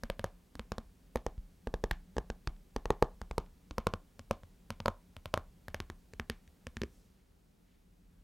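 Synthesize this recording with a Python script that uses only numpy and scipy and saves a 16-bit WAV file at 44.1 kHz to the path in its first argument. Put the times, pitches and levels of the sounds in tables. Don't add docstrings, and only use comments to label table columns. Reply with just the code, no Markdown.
import sys
import numpy as np
from scipy import signal
from scipy.fft import rfft, irfft
from scipy.io import wavfile
from scipy.ndimage import uniform_filter1d

SR = 44100
rng = np.random.default_rng(int(sys.argv[2]) if len(sys.argv) > 2 else 0)


def master(y):
    cut = np.clip(np.atleast_2d(y).T, -1, 1)
    pcm = np.round(cut * 32767)
    wavfile.write(sys.argv[1], SR, pcm.astype(np.int16))


def volts(x):
    e = np.asarray(x, float) / 20
    return 10 ** e


N = 362943


def colour(x, points):
    hz, db = np.transpose(points)
    f = np.maximum(np.fft.rfftfreq(len(x), 1 / SR), 1)
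    gain = volts(np.interp(np.log(f), np.log(hz), db))
    return irfft(rfft(x) * gain, len(x))


def level(x, db):
    return x * volts(db) / np.sqrt(np.mean(x ** 2))


def band(x, hz, width_hz):
    return signal.lfilter(*signal.iirpeak(hz, hz / width_hz, fs=SR), x)


def fade(t, t60):
    return np.exp(-np.log(1000) * t / t60)


def walk(rate):
    hold = int(SR / rate)
    steps = np.repeat(rng.standard_normal(N // hold + 1), hold)
    return uniform_filter1d(uniform_filter1d(steps, hold), hold)[:N]


def add(out, s, sound):
    i = int(s * SR)
    out[i:i + len(sound)] += sound[:N - i]


def background():
    # (frequency [Hz], density [dB per Hz])
    air_points = [(12, -42), (20, -15.5), (37, 2), (58, -2), (123, -13.5), (198, -14), (301, -19.5),
                  (328, -28), (367, -24), (642, -34), (923, -36), (1000, -38), (16000, -46.5)]
    fan_hz, fan_width_hz = 178, 25
    drop_s, drop_length_s = 6.95, 0.31
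    hiss_db, hiss_drop_db = 6.5, -4
    bass_db, bass_drop_db, bass_swell_db_per_s = 1.8, -6.5, 4
    since = np.arange(N) / SR - drop_s
    drop = np.clip(since / drop_length_s, 0, 1)
    swell_back_db = bass_swell_db_per_s * np.maximum(since - drop_length_s, 0)
    bass_gain_db = bass_db + bass_drop_db * drop + swell_back_db
    air = level(colour(rng.standard_normal(N), air_points), -63.5)
    bass = signal.sosfilt(signal.butter(2, 500, fs=SR, output="sos"), air)
    fan = band(rng.standard_normal(N), fan_hz, fan_width_hz)
    fan = band(fan, fan_hz, fan_width_hz)
    swell_db, waver_db = 2.2 * walk(5), 1.8 * walk(3)
    low = bass * volts(swell_db) + level(fan, -70.5) * volts(waver_db)
    return low * volts(bass_gain_db) + (air - bass) * volts(hiss_db + hiss_drop_db * drop)


def port_noise():
    # (frequency [Hz], density [dB per Hz])
    ports = [(12, -42.5), (20, -14), (65, -9.5), (129, -7.5), (378, -7.5), (1800, -24.5), (4510, -30.5),
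             (9000, -49), (11700, -76.5), (19800, -120)]
    return level(colour(rng.standard_normal(N), ports), -76.5)


def tick(grit, ms, hz, top_db):
    t = np.arange(len(grit)) / SR - .001
    crack = grit * (fade(np.abs(t), .003) + .1 * fade(np.abs(t), .02)) * (t > 0)
    landing = 3.7 * np.sinc(t * SR)
    leaving = 2.4 * np.sinc((t - ms / 1000) * SR)
    crack = crack - landing + leaving
    crack = colour(crack, [(hz / 1.1, -3), (hz, 1), (hz + 1500, -2),
                           (max(hz + 1600, 8700), -2), (max(hz + 2400, 9500), top_db)])
    return crack / np.sqrt(np.sum(crack ** 2) / 32)


def ring_mode(t, part, hz, t60, share, twin):
    after = np.maximum(t, 0)
    partner_hz = hz * (1.27 + .04 * twin)
    pair = np.sin(2 * np.pi * hz * t) + share * np.sin(2 * np.pi * partner_hz * t)
    build = 1 - 0.55 * np.exp(-part / 0.6)
    choke = np.exp(-np.log(1000) * (after / (0.64 * t60)) ** 1.33)
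    ahead = .22 * fade(after - t, .45 * t60)
    return pair * np.where(t > 0, build * choke, ahead)


def thump(after, s, hz, db):
    # (time [s], position [0 near edge - 1 far edge])
    hand_path = [
        (0, .7),
        (.55, .3),
        (.8, .4),
        (1.15, .05),
        (3.4, .05),
        (4.3, .4),
        (4.9, .8),
        (5.6, .95),
        (6.9, .95),
    ]
    place = np.interp(s, *np.transpose(hand_path))
    head = (.22 + .3 * place) * (1 - np.exp(-after / .0015))
    turns = hz * (0.867 + 0.063 * place) * after + head
    swing = np.sin(2 * np.pi * turns) * fade(after, 0.11)
    wobble = .25 * np.sin(2 * np.pi * (33 * after + head)) * fade(after, 0.44)
    return -volts(db + 1.5) * (swing + wobble) * (1 - np.exp(-after / 0.0036))


def nails():
    # (time [s],
    # push peak [dB], contact [ms], tick over push [dB], ring over push [dB])
    nail_strikes = [(0.0356, -25, 0.26, -6.5, -10.5), (0.1003, -21, 0.2, -10.5, -4.5),
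                    (0.1945, -25.5, 0.18, -10, -8.5), (0.2427, -21, 0.53, -6.5, -4),
                    (0.554, -36.5, 0.53, -5, -22), (0.595, -25.5, .22, -16, -12),
                    (0.7196, -23, 0.65, -9, -13.5), (0.7825, -26.5, 0.64, -10, -12),
                    (1.158, -21, 0.87, -8, -2), (1.1719, -36, .38, -6.5, -8),
                    (1.2652, -22.5, 0.83, -11, -4.5), (1.672, -28, 1, -12.5, -2),
                    (1.7405, -24, 1, -11.5, -3.5), (1.8397, -22, 1, -9.5, -0.5),
                    (1.912, -19, 0.18, -6.5, -16), (2.1673, -27, 0.97, -15, -4.5),
                    (2.1828, -21.5, 0.89, -12.5, -4.5), (2.3013, -26.5, .99, -9.5, -9),
                    (2.4742, -24, 0.53, -9, -12.5),
                    (2.7631, -23.5, 0.76, -9, -5), (2.8564, -25.5, .6, -11.5, -5.5),
                     (2.905, -16.5, 0.7, -10, 0), (3.0251, -13.5, 0.8, -11.5, 0.5),
                     (3.216, -29, .53, -10.5, -18.5), (3.3117, -27.5, .7, -10.5, -15),
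                     (3.381, -20, .83, -7.5, -4), (3.71, -35, 0.59, -6, -12.5),
                     (3.7822, -20.5, 0.31, -8, -5.5), (3.8696, -17.5, .68, -8, -4.5),
                     (3.9376, -23.5, 0.6, -11, -8), (4.1939, -39, 0.48, -1.5, -7),
                     (4.3107, -19.5, 0.63, -5, -1.5), (4.4342, -44, 0.48, -10, -11),
                    (4.7047, -25.5, 0.27, -4, -11.5), (4.8029, -26.5, 0.16, -15, -14),
                (4.859, -23.5, 0.56, -3, 0.5), (4.8817, -18, 0.48, -9.5, -4.5),
                (5.1664, -35, 0.21, -8.5, -14), (5.2576, -26.5, 0.18, -9.5, -11.5),
                (5.3403, -17.5, 0.49, -5.5, -4), (5.3756, -20.5, 0.49, -11, -11.5),
                (5.683, -30, 0.347, -5.5, -14.5), (5.745, -24.5, 0.27, -5, -8),
                (5.8027, -19.5, 0.16, -33, -16), (5.9004, -30.5, 0.396, -9.5, -8.5),
                (6.1358, -42, 0.35, -2.2, -1.5), (6.1978, -21, 0.278, -11.5, -17.5),
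                (6.2991, -18.5, 0.15, -9.5, -13), (6.477, -60.5, 0.37, 5, -22),
                (6.6689, -34, .27, -3.5, -4.5), (6.7691, -29.5, 0.26, -9, -15),
                (6.8175, -21.5, .15, -19, -8), (6.835, -34.5, 0.28, -3, 8)]
    # (from [s], low mode [Hz], middle mode [Hz],
    # middle over low [dB], upper over push [dB])
    spots = [(-.1, 565, 986, -8.5, -10.5), (.45, 493, 1070, -4.5, -16), (1.05, 488, 860, -5.5, -10.5),
             (1.55, 465, 860, -7.5, -5), (1.88, 345, 875, 5, -2.5), (2.05, 462, 870, -6, -4),
             (2.4, 353, 890, -8, -31), (2.65, 458, 855, -3, -7.5), (3.13, 480, 900, 0, -19),
             (3.6, 510, 1062, 0.7, -24), (4.1, 572, 1034, -5, -16.5), (4.6, 567, 980, 2.5, -13.5),
             (5.05, 606, 1055, -1, -17), (5.55, 580, 888, -7, -8), (5.775, 373, 1100, -6.5, -8.5),
             (6.05, 446, 900, -17, -9.5), (6.57, 524, 1054, -8.5, -8), (6.72, 378, 1024, -17, -5.5)]
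    # (from [s], table thump [Hz], thump [dB], box knock [Hz], knock over push [dB])
    under = [(-.1, 28.8, -35.5, 226, -13.5), (.15, 94.6, -38, 195, -13.5), (.45, 59, -37.5, 204, -10.5),
             (1.05, 56, -32, 190, -17.5), (1.55, 53.8, -29, 187, -12.5), (1.88, 53.5, -26.5, 140, -13),
             (2.05, 55.6, -31.5, 196, -12.5), (2.4, 56, -27, 137, -7), (2.65, 53, -31, 190, -13),
             (3.13, 59, -31.5, 199, -11.5), (3.6, 58.4, -32.5, 200, -9.5), (3.83, 97.5, -36.5, 198, -9),
             (4.1, 93.6, -39, 208, -10.5), (4.6, 94, -36.5, 206, -13), (5.05, 85.8, -37.5, 171, -22.5),
             (5.55, 79.7, -37.5, 228, -26), (6.05, 69.4, -37.5, 240, -16), (6.57, 68.2, -35, 232, -9)]
    # (time [s], tick top above 9 kHz [dB],
    # tick centre [Hz], upper mode [Hz])
    reach = [(0, 2, 3900, 1660), (.7, -1, 3600, 1600), (1.2, -1, 4300, 1830), (1.7, -3, 4600, 1600),
             (1.95, -4, 4500, 1810), (2.25, -8, 4200, 1580), (2.9, -1, 5000, 1820), (3.4, -5, 5200, 1460),
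             (3.9, -5, 6000, 1460), (4.3, -2, 4400, 1680), (4.9, -0.5, 4800, 1420), (5.4, 2, 5400, 1500),
             (5.7, 2.5, 5600, 1720), (6.3, -8, 3200, 1780), (6.9, -11, 4200, 1780)]
    # (frequency [Hz], level [dB])
    tick_colour = [(1200, -20), (2200, 3), (3500, 1.5), (5500, -2), (7500, -7.5), (10000, -11.5),
                   (12500, -11), (16000, -25.5)]
    # (time [s], level [dB])
    grazes = [
        (1.3795, -50),
        (1.9101, -29),
        (2.4736, -24),
        (2.565, -53),
        (3.4625, -50),
        (6.1970, -41),
    ]
    # (time [s], thump [Hz], level [dB])
    pad = (1.379, 52, -30.5)
    # decay t60 [s], then level of the neighbour mode [ratio]
    ring_t60_s = (.03, .02, .011)
    partner = (.25, 0.43, .15)
    scatter = (.025, .03, .015, .08, .12)
    lead = .008
    lid, far, ticks, edges, table = np.zeros((5, N))
    t = np.arange(8192) / SR - lead
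    after = np.maximum(t, 0)
    reach_s, reach_db, reach_hz, reach_upper_hz = np.transpose(reach)
    taps = nail_strikes
    grit = rng.standard_normal((len(taps), 512))
    chance = rng.standard_normal((len(taps), 9))
    gaps = np.diff(np.array(taps)[:, 0], prepend=-1)
    for (s, db, ms, tick_db, low_db), gap, g, d in zip(taps, gaps, grit, chance):
        _, low_hz, middle_hz, middle_db, upper_db = [row for row in spots if row[0] < s][-1]
        _, thump_hz, thump_db, knock_hz, knock_db = [row for row in under if row[0] < s][-1]
        if gap > .21:
            knock_hz, knock_db = 251.8, knock_db + 3.5
        nail_hz = np.interp(s, reach_s, reach_hz) * 2 ** (0.4 * (db + 23.5))
        upper_hz = np.interp(s, reach_s, reach_upper_hz)
        pitches = np.array([low_hz, middle_hz, upper_hz, knock_hz, nail_hz])
        *ring_hz, knock_hz, nail_hz = pitches * np.exp(scatter * d[3:8])
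        ring = (low_db, low_db + middle_db, upper_db + 0.68 * (tick_db + 7.5))
        top_db = np.interp(s, reach_s, reach_db) - 5 * ms + 2 * d[8]
        part = after / (ms / 1000)
        push = -np.sin(np.pi * np.clip(part, 0, 1) ** 0.6)
        modes = -volts(knock_db) * np.sin(2 * np.pi * knock_hz * after) * fade(after, 0.0553)
        for hz, ring_db, t60, share, twin in zip(ring_hz, ring, ring_t60_s, partner, d):
            modes -= volts(ring_db - 1) * ring_mode(t, part, hz, t60, share, twin)
        far_push = -4.76 * part * np.exp(-4.2 * part)
        add(lid, s - lead, volts(db) * (push + modes))
        add(far, s - lead, volts(db) * (.25 * modes + far_push))
        add(ticks, s - .001, volts(db + tick_db + 2.5) * tick(g, ms, nail_hz, top_db))
        edge = colour(np.sinc(np.arange(-32, 32)), [(7000, 0.0025), (9500, top_db)])
        add(edges, s - 32 / SR, -volts(db + tick_db + 14) * edge)
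        add(table, s - lead, thump(after, s, thump_hz, thump_db + .35 * (db + 25)))
    add(table, pad[0] - lead, thump(after, *pad))
    for s, db in grazes:
        add(lid, s, -volts(db) * np.hanning(12))
    return lid + colour(ticks, tick_colour) + table, far + colour(edges, tick_colour)


def room(x):
    # (centre [Hz], level [dB], t60 [s])
    tail_bands = [(124.4, -10, 0.092), (263.7, -27, 0.085), (562, -40, 0.059), (900, -23.5, 0.23),
                  (1360, -26.5, 0.17), (3054, -34.5, 0.084), (6400, -27, 0.057), (10980, -35.5, 0.076)]
    wall_s, wall_db = .0198, -28.5
    t = np.arange(16384) / SR
    tail = np.zeros(len(t))
    for hz, db, t60 in tail_bands:
        diffuse = band(rng.standard_normal(len(t)), hz, 1.1 * hz)
        tail += volts(db - 9.0) * diffuse * fade(t, t60)
    tail *= 1 - np.exp(-t / 0.0044)
    late = np.maximum(t - wall_s, 0)
    echo = rng.standard_normal(len(t)) * fade(late, 0.005) * (t > wall_s)
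    tail += volts(wall_db) * band(echo, 3500, 8000)
    return signal.fftconvolve(x, tail)[:N]


def sleeve():
    # (peak time [s], peak level [dB], rise [dB/s], fall [dB/s], centre [Hz])
    brushes = [
        (6.95, -76.5, 149.5, 65.5, 7200),
        (7.2, -86, 40, 42, 1697),
        (7.72, -80.5, 119.5, 120, 2500),
        (8.14, -86, 111.5, 70, 1495),
    ]
    slowing_oct_per_s = 3.44
    out = np.zeros(N)
    start = int((brushes[0][0] - 1) * SR)
    t = np.arange(start, N) / SR
    for centre_hz in 500 * 2 ** np.arange(0, 4.1, .5):
        grains = rng.standard_normal(N) * volts(2.4 * walk(140))
        fibres = level(band(grains, centre_hz, centre_hz / 3), -2)[start:]
        for s, db, rise, fall, hz in brushes:
            off = np.log2(centre_hz / hz) + np.clip(slowing_oct_per_s * (t - s), 0, 1)
            stroke_db = db + np.minimum(rise * (t - s), -fall * (t - s))
            out[start:] += fibres * np.exp(-(off / 0.77) ** 2) * volts(stroke_db)
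    return out


def scene():
    near, far = nails()
    mid = near + room(far) + background() + sleeve()
    side = port_noise()
    return np.array([mid + side, mid - side])


def roll_off(x):
    return signal.sosfilt(signal.butter(12, 16650, fs=SR, output="sos"), x)


def record(dry):
    dry = signal.sosfilt(signal.butter(1, 18, "highpass", fs=SR, output="sos"), dry)
    mix = signal.sosfilt(signal.ellip(8, .2, 60, 15900, fs=SR, output="sos"), dry)
    return roll_off(mix)


dry = scene()
out = record(dry)
master(out)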